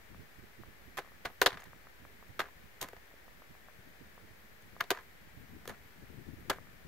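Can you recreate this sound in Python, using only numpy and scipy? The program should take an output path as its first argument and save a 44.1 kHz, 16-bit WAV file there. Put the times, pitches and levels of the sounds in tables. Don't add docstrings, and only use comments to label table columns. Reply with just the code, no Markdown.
import sys
import numpy as np
from scipy import signal
from scipy.io import wavfile
from scipy.ndimage import uniform_filter1d

SR = 44100
rng = np.random.default_rng(int(sys.argv[2]) if len(sys.argv) > 2 else 0)


def to_linear_factor(level_db):
    exponent = np.asarray(level_db, float) / 20
    return 10 ** exponent


def transcribe(signal):
    frames = np.atleast_2d(signal).T
    limited = np.clip(frames, -1, 1)
    pcm = np.round(limited * 32767).astype(np.int16)
    wavfile.write(sys.argv[1], SR, pcm)


N = 302967

# start_s, crinkle_db and snap_db (above the foil ring), push_db (low push of air),
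# rattle_db (foil ring of the rattle at its start), rattle_fall_ms (to fall 6 dB)
BURSTS = [(0.971, -7.5, -7, -21, -47, 29), (1.25, -5.5, -10, -14.5, -46, 20),
          (1.4133, -5, -7, -18, -39, 10), (1.4602, -1, -13, -22, -45, 66),
          (2.3924, -8, -13, -16, -42.5, 29), (2.809, -1.5, 2.5, -6.5, -45.5, 40),
          (4.8025, -6.5, -11.5, -20, -52, 9), (4.903, -3, -6, -20.5, -41.5, 43),
          (5.677, -8.5, -5.5, -10, -44, 25), (6.496, -3.5, -4, -16, -42.5, 28)]
EDGE_HZ = 15770


def evened(x):
    return x / np.sqrt(np.mean(x ** 2) + 1e-20)


def read(points, hz):
    f, value = np.transpose(points)
    return np.interp(np.log(hz + 1), np.log(f + 1), value)


def pair(first, other, alike):
    alike = np.clip(alike, 0, 1)
    return np.array([first, alike * first + np.sqrt(1 - alike ** 2) * other])


def noise_field(size, alike):
    frames = 4 * N // size + 5
    hz = np.fft.rfftfreq(size, 1 / SR)
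    a, b, c, d = rng.standard_normal((frames, len(hz), 4)).T
    t = np.arange(frames) * size / 4 / SR
    return pair(a + 1j * b, c + 1j * d, read(alike, hz)[:, None]), hz, t


def to_sound(spectra, size):
    return signal.istft(spectra, nperseg=size, noverlap=3 * size // 4)[1][:, :N]


def air():
    # frequency_hz, density_db
    air_spectrum = [(25, -20), (45, -7), (74, -6.5), (132, -26.5), (388, -14.5), (1090, -20), (1400, -18.5),
                    (1750, -14), (2340, -18), (2600, -22.5), (5590, -30), (9730, -34.5), (12000, -29.5),
                    (15700, -29)]
    # frequency_hz, left_over_right_db
    air_balance = [(60, -6.5), (130, 3), (290, -1), (640, -3.5), (1410, 6.5), (3100, 4), (6820, 0.5),
                   (15000, 1.0)]
    # frequency_hz, alike (0-1)
    air_alike = [(400, 0.16), (1400, 0)]
    level_db, patchy_db = -58.5, -0.03
    z, hz, t = noise_field(size=2048, alike=air_alike)
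    patches = rng.standard_normal((len(t), len(hz))).T
    patches = uniform_filter1d(patches, 20, 0)
    patches = evened(uniform_filter1d(patches, 8, 1))
    half = read(air_balance, hz) / 2
    colour_db = read(air_spectrum, hz) - 40 * (hz > EDGE_HZ) + np.array([half, -half])
    shaped = z * to_linear_factor(colour_db[..., None] + patchy_db * patches)
    return to_linear_factor(level_db) * evened(to_sound(shaped, size=2048))


def wind():
    # time_s, left_db, right_db
    breeze_table = [(0, -70, -68.5), (1.0, -73, -63.5), (2.2, -66.5, -61), (3.0, -70.5, -70.5),
                    (4.2, -64.5, -64), (5.0, -66.5, -66), (6.0, -62, -66.5), (6.87, -62, -66.5)]
    # centre_s, level_db, port (0 left, 1 right), length_ms (between points 5 dB down)
    puff_table = [(0.113, -55, 0, 24), (0.164, -55.5, 0, 58), (0.209, -50.5, 1, 55), (0.389, -52, 1, 34),
                  (0.438, -52, 1, 16), (0.604, -46.5, 1, 27), (0.678, -54, 1, 29), (1.549, -53, 0, 46),
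                  (1.669, -51, 1, 17), (2.024, -55.5, 1, 31), (3.507, -52.5, 1, 22), (3.879, -51.5, 0, 25),
                  (4.241, -54, 1, 44), (4.31, -55, 1, 20), (5.42, -53, 0, 36), (5.551, -51.5, 0, 73),
                  (5.706, -50, 0, 48), (5.971, -56, 0, 19), (6.03, -49.5, 0, 27), (6.105, -51, 0, 12),
                  (6.164, -49, 0, 91), (6.299, -45, 0, 51), (6.398, -51.5, 1, 49), (6.476, -50, 0, 67),
                  (6.631, -53.5, 0, 61)]
    # frequency_hz, density_db
    calm_spectrum = [(25, -11), (60, -5.5), (120, -9.5), (220, -8), (400, -46), (800, -51)]
    gust_spectrum = [(25, -35), (60, 2.5), (120, -5), (220, -7.5), (400, -10.5), (800, -50)]
    lumps_db, flutter_db = 5.0, 2.0
    dull_db, bright_db = -66, -50
    z, hz, t = noise_field(size=1024, alike=[(30, 0.15), (300, 0.24)])  # (Hz, coherence)

    lumps = evened(uniform_filter1d(rng.standard_normal((len(t), 2)).T, size=5))
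    when, *breeze_db = np.transpose(breeze_table)
    breeze_db = np.array([np.interp(t, when, db) for db in breeze_db])
    level = to_linear_factor(breeze_db + lumps_db * lumps)
    for s, db, port, length_ms in puff_table:
        level[round(port)] += to_linear_factor(db) * np.exp(-(1500 * (t - s) / length_ms) ** 2)
    flutter = evened(uniform_filter1d(rng.standard_normal((len(t), 2)).T, size=3))
    level *= to_linear_factor(flutter_db * (flutter - .5))

    gusty = np.clip((20 * np.log10(level) - dull_db) / (bright_db - dull_db), 0, 1)[:, None]
    calm_db = read(calm_spectrum, hz)[:, None]
    gust_db = read(gust_spectrum, hz)[:, None]
    colour = to_linear_factor((1 - gusty) * calm_db + gusty * gust_db)
    colour /= np.sqrt((colour ** 2).sum(1, keepdims=True))
    steady = np.std(to_sound(z * colour, size=1024))
    return to_sound(z * colour * level[:, None], size=1024) / steady


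def push_and_pull(turns):
    width = 0.39
    return np.cos(2 * np.pi * (turns - .7)) * np.exp(-((turns - .6) / width) ** 2)


def ticks():
    # start_s, level_db, pitch_hz
    tick_table = [(0.145, -40.5, 1240), (0.634, -37.5, 1050), (1.046, -47, 800), (1.061, -48, 829),
                  (1.074, -47, 902), (1.086, -53, 1560), (1.118, -46, 945), (1.731, -38.5, 1160),
                  (1.869, -39.5, 1200), (2.05, -37.5, 1170), (2.225, -41, 970), (3.113, -49, 910),
                  (3.138, -46.5, 394), (3.279, -44, 750), (3.419, -42, 937), (3.55, -46.5, 783),
                  (3.684, -41.5, 977), (4.177, -41, 890), (4.764, -37.5, 930), (6.584, -34.5, 1040),
                  (6.67, -45, 1370)]
    echo_ms, echo_db = 1.73, -11
    out = np.zeros(N)
    for s, db, hz in tick_table:
        turns = np.arange(-120, 300) / SR * hz
        late = turns - echo_ms / 1000 * hz
        tick = push_and_pull(turns) + to_linear_factor(echo_db) * push_and_pull(late)
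        out[round(s * SR) - 60:][:len(turns)] += to_linear_factor(db) * tick
    return out


def whistles():
    # start_s, pitch_hz, level_db
    whistle_table = [(.33, 13150, -76), (.83, 13000, -76), (1.28, 12340, -68.5), (2.33, 13050, -76),
                     (3.36, 12800, -76), (3.85, 13000, -73), (4.36, 13150, -73), (4.48, 13150, -78),
                     (4.98, 13000, -72), (5.36, 13250, -72), (5.82, 13200, -71), (6.38, 13200, -73)]
    length_s, fuzz_hz = .085, 110
    out = np.zeros((2, N))
    fuzz = signal.lfilter(*signal.butter(2, fuzz_hz, fs=SR), rng.standard_normal((2, 2, N)))
    fuzz = evened(fuzz[0]) + 1j * evened(fuzz[1])
    for s, hz, db in whistle_table:
        at = np.arange(round(s * SR), round((s + length_s) * SR))
        tone = (fuzz[:, at] * np.exp(2j * np.pi * hz * at / SR)).real
        out[:, at] += to_linear_factor(db) * signal.windows.tukey(len(at), .5) * tone
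    return out


def burst_at(s):
    lead_s = .025
    return np.maximum(np.searchsorted(np.transpose(BURSTS)[0], s + lead_s) - 1, 0)


def hard_knocks():
    knock_table = [(0.9707, -34, -16, -1, 3.5), (0.9763, -33, -12, 4, 3), (0.9833, -31.5, -1.5, -3, 3.5),
                   (0.989, -38.5, -8, -0.5, 5.5), (1.25, -39, 5, 3, 1.9), (1.2527, -28, -13, -2.5, 5),
                   (1.2635, -39.5, 2, 2.5, 1.5), (1.413, -41, -15, 0, 4), (1.416, -14.5, 2.5, 4.5, 1.6),
                   (1.4195, -12, -0.5, -6, 1.23), (1.425, -29.5, -15, 12.5, 1.7),
                   (1.4308, -30, -4, -2, 2.5), (1.4605, -12.5, -9.5, -1, 2.5), (1.4623, -23, -22, 0, 2.5),
                   (1.467, -22.5, -11, 11, 1.9), (1.4725, -29, 3.5, 3, 2.5), (1.4778, -32, -1, -4, 2),
                   (1.621, -44, -18, -5, 1.7), (2.3922, -26.5, -9, 2, 3.5), (2.399, -34.5, -17, 6.5, 3),
                   (2.4007, -23, -9.5, -12, 1.6), (2.403, -22.5, -30, 1, 1.8), (2.4082, -30, -8.5, -2, 2),
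                   (2.414, -36, -22, -1, 5), (2.809, -43, -13, -12, 2), (2.813, -44, -3, 13.5, 3),
                   (2.8174, -41.5, -3, -1, 11), (2.8279, -33.5, 0.5, 1.5, 0.96), (2.8365, -44, -7, -4, 4.5),
                   (2.887, -40, -5, -4, 1.2), (2.932, -42, 3.5, -15, 1.5), (4.8023, -31, -23, -14, 5),
                   (4.8071, -21, -8.5, 2.5, 1.5), (4.8107, -21, -20, -1.5, 1.46),
                   (4.839, -47.5, -1, 10.5, 2), (4.9035, -33, -8, -10, 1.5), (4.905, -18.5, -8.5, 3.5, 1.5),
                   (4.9109, -23.5, 0.5, 0, 3), (4.9157, -23.5, -20, -6, 1.6), (5.6554, -41.5, 3, 0, 1.5),
                   (5.6765, -36.5, 2, 8, 1.56), (5.6829, -46.5, -19, 2.5, 14), (5.6951, -36, 3.5, 0, 1.7),
                   (5.701, -36, -12, -5, 2), (6.4971, -27.5, 5, 1, 2.5), (6.4992, -24.5, 3, 3.5, 2.5),
                   (6.503, -26.5, -7, -3, 3.5)]
    rows = []
    for s, db, boom_db, bright_db, fall_ms in knock_table:
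        _, crinkle_db, snap_db, *_ = BURSTS[burst_at(s)]
        rows.append((s, db, boom_db, crinkle_db + bright_db, snap_db + bright_db, fall_ms))
    return rows


def rattle():
    count, span = 10, 2.2
    wait_ms, spread_db, fall_ms = 14, 5.5, 2.7
    boom_db, duller_db = -8, (-9, -7)
    rows = []
    chance = rng.random((len(BURSTS), count, 2))
    for (start, *colour, _, db, fade_ms), draws in zip(BURSTS, chance):
        for k, (place, size) in enumerate(draws):
            falls = span * (k + place) / count
            s = start + (wait_ms + falls * fade_ms) / 1000
            level_db = db - 6 * falls + spread_db * (2 * size - 1)
            rows.append((s, level_db, boom_db, *np.add(colour, duller_db), fall_ms))
    return rows


def bounces():
    # start_s, ring_db (foil ring), crinkle_db (above it), fall_ms (to fall 6 dB)
    bounce_table = [(1.0208, -45, -11, 1.5), (1.494, -35, -17, 0.7), (1.505, -33.5, -9, 1.8),
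                    (1.52, -34.5, -18, 1.2), (1.527, -41, -5.5, 5), (1.541, -43.5, -9, 6),
                    (1.571, -39, -10.5, 3.5), (1.5926, -46, -12, 5.6), (1.633, -44, -18, 2),
                    (1.6535, -50, -11, 5.5), (2.4547, -43, -13, 1), (2.4854, -43, -22, 1.4),
                    (2.866, -49, -14, 2), (2.9653, -40, -18, 1.7), (4.9326, -35, -18, 1.5),
                    (4.9478, -35.5, -19, 2), (4.9633, -46, -20, 6), (4.9734, -33, -12, 1.05),
                    (4.986, -46, -14, 5), (4.993, -44, -13, 1.3), (5.739, -44, -18, 1.5),
                    (6.5145, -26, -22, 1.3), (6.5262, -43, -19, 4)]
    boom_db, snap_db = -13, -20
    return [(s, db, boom_db, crinkle_db, snap_db, fall_ms) for s, db, crinkle_db, fall_ms in bounce_table]


def creases():
    # start_s, ring_db (foil ring)
    crease_table = [(1.6023, -59), (1.608, -60), (1.64, -59), (2.2823, -68), (4.6228, -65)]
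    boom_db, crinkle_db, snap_db, fall_ms = 1, 3, 12, 1.7
    return [(s, db, boom_db, crinkle_db, snap_db, fall_ms) for s, db in crease_table]


def ringing(modes, low_hz):
    t = np.arange(1500) / SR
    ring = np.zeros(len(t))
    for hz, width, db in modes:
        decay = np.sqrt(width) * np.exp(-np.pi * width * t)
        ring += to_linear_factor(db) * decay * np.sin(2 * np.pi * hz * t)
    ring = signal.sosfilt(signal.butter(4, low_hz, "high", fs=SR, output="sos"), ring)
    return ring / np.linalg.norm(ring)


def pops():
    # pitch_hz, width_hz, level_db
    boom_modes = [(405, 40, -2.5), (499, 120, 3), (670, 118, 2)]
    ring_modes = [(763, 110, -8.5), (1048, 69, -0.5), (1240, 150, 2), (1468, 240, 1.5), (1686, 260, 5),
                  (1970, 280, -5)]
    crinkle_modes = [(3070, 1360, 8.5), (3670, 860, -1), (4260, 520, -7), (4960, 5500, -15.5)]
    snap_modes = [(6750, 440, -3), (7920, 4300, 1), (11740, 1800, 2), (12960, 850, -7.5)]
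    bodies = (boom_modes, 0.95), (ring_modes, 0.68), (crinkle_modes, 0.3), (snap_modes, 0.7)
    rise, spiky_db, strike_db, brief_ms = 0.25, 4.0, 14, 1.52
    tail_db, tail_ms, push_hz = -27, 16, 240

    t_ms = np.arange(5000) / SR * 1000
    shake, strikes = np.zeros((2, 4, N + len(t_ms)))
    quicker = np.array([[.8], [1], [1.2], [1.5]])
    knocks = hard_knocks() + rattle() + bounces() + creases()
    signs = rng.choice([-1, 1], (len(knocks), 1))
    for (s, ring_db, boom_db, crinkle_db, snap_db, fall_ms), sign in zip(knocks, signs):
        at = round(s * SR)
        brief = np.exp(-(fall_ms / brief_ms) ** 2)
        fall = (1 - brief) * to_linear_factor(-6 * quicker * t_ms / fall_ms)
        fall = fall + to_linear_factor(tail_db - 6 * quicker * t_ms / tail_ms)
        onset = 1 - np.exp(-t_ms / (rise * fall_ms))
        parts = to_linear_factor(ring_db + np.array([boom_db, 0, crinkle_db, snap_db]))
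        shake[:, at:][:, :len(t_ms)] += (parts[:, None] * onset * fall) ** 2
        strikes[:, at] = sign * parts * to_linear_factor(strike_db) * np.sqrt(brief)

    spikes = to_linear_factor(spiky_db * np.minimum(rng.exponential(1, N), 5))
    out = np.zeros((2, N))
    for power, strike, (modes, alike) in zip(shake, strikes, bodies):
        snaps = evened(spikes * pair(*rng.standard_normal((2, N)), alike))
        drive = snaps * np.sqrt(power[:N]) + strike[:N]
        out += signal.oaconvolve(drive, ringing(modes, low_hz=0.87 * modes[0][0])[None])[:, :N]
    out[1] = np.roll(out[1], 1)

    push = evened(signal.lfilter(*signal.butter(2, push_hz, fs=SR), rng.standard_normal(N)))
    heave = np.sqrt(abs(uniform_filter1d(shake[1, :N], size=400, origin=199)))
    push_db = np.transpose(BURSTS)[3][burst_at(np.arange(N) / SR)]
    return out + to_linear_factor(push_db) * push * heave


def scene():
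    return air() + wind() + ticks() + whistles() + pops()


def roll_off(x):
    return signal.sosfilt(signal.butter(12, 16820, fs=SR, output="sos"), x)


def record(dry):
    leak_db, offset = -24, -.0008
    edge = signal.firwin(801, EDGE_HZ, window=("kaiser", 8), fs=SR)
    low = signal.oaconvolve(dry, edge[None], "same")
    mix = low + to_linear_factor(leak_db) * (dry - low) + offset
    return roll_off(mix)


dry = scene()
out = record(dry)
transcribe(out)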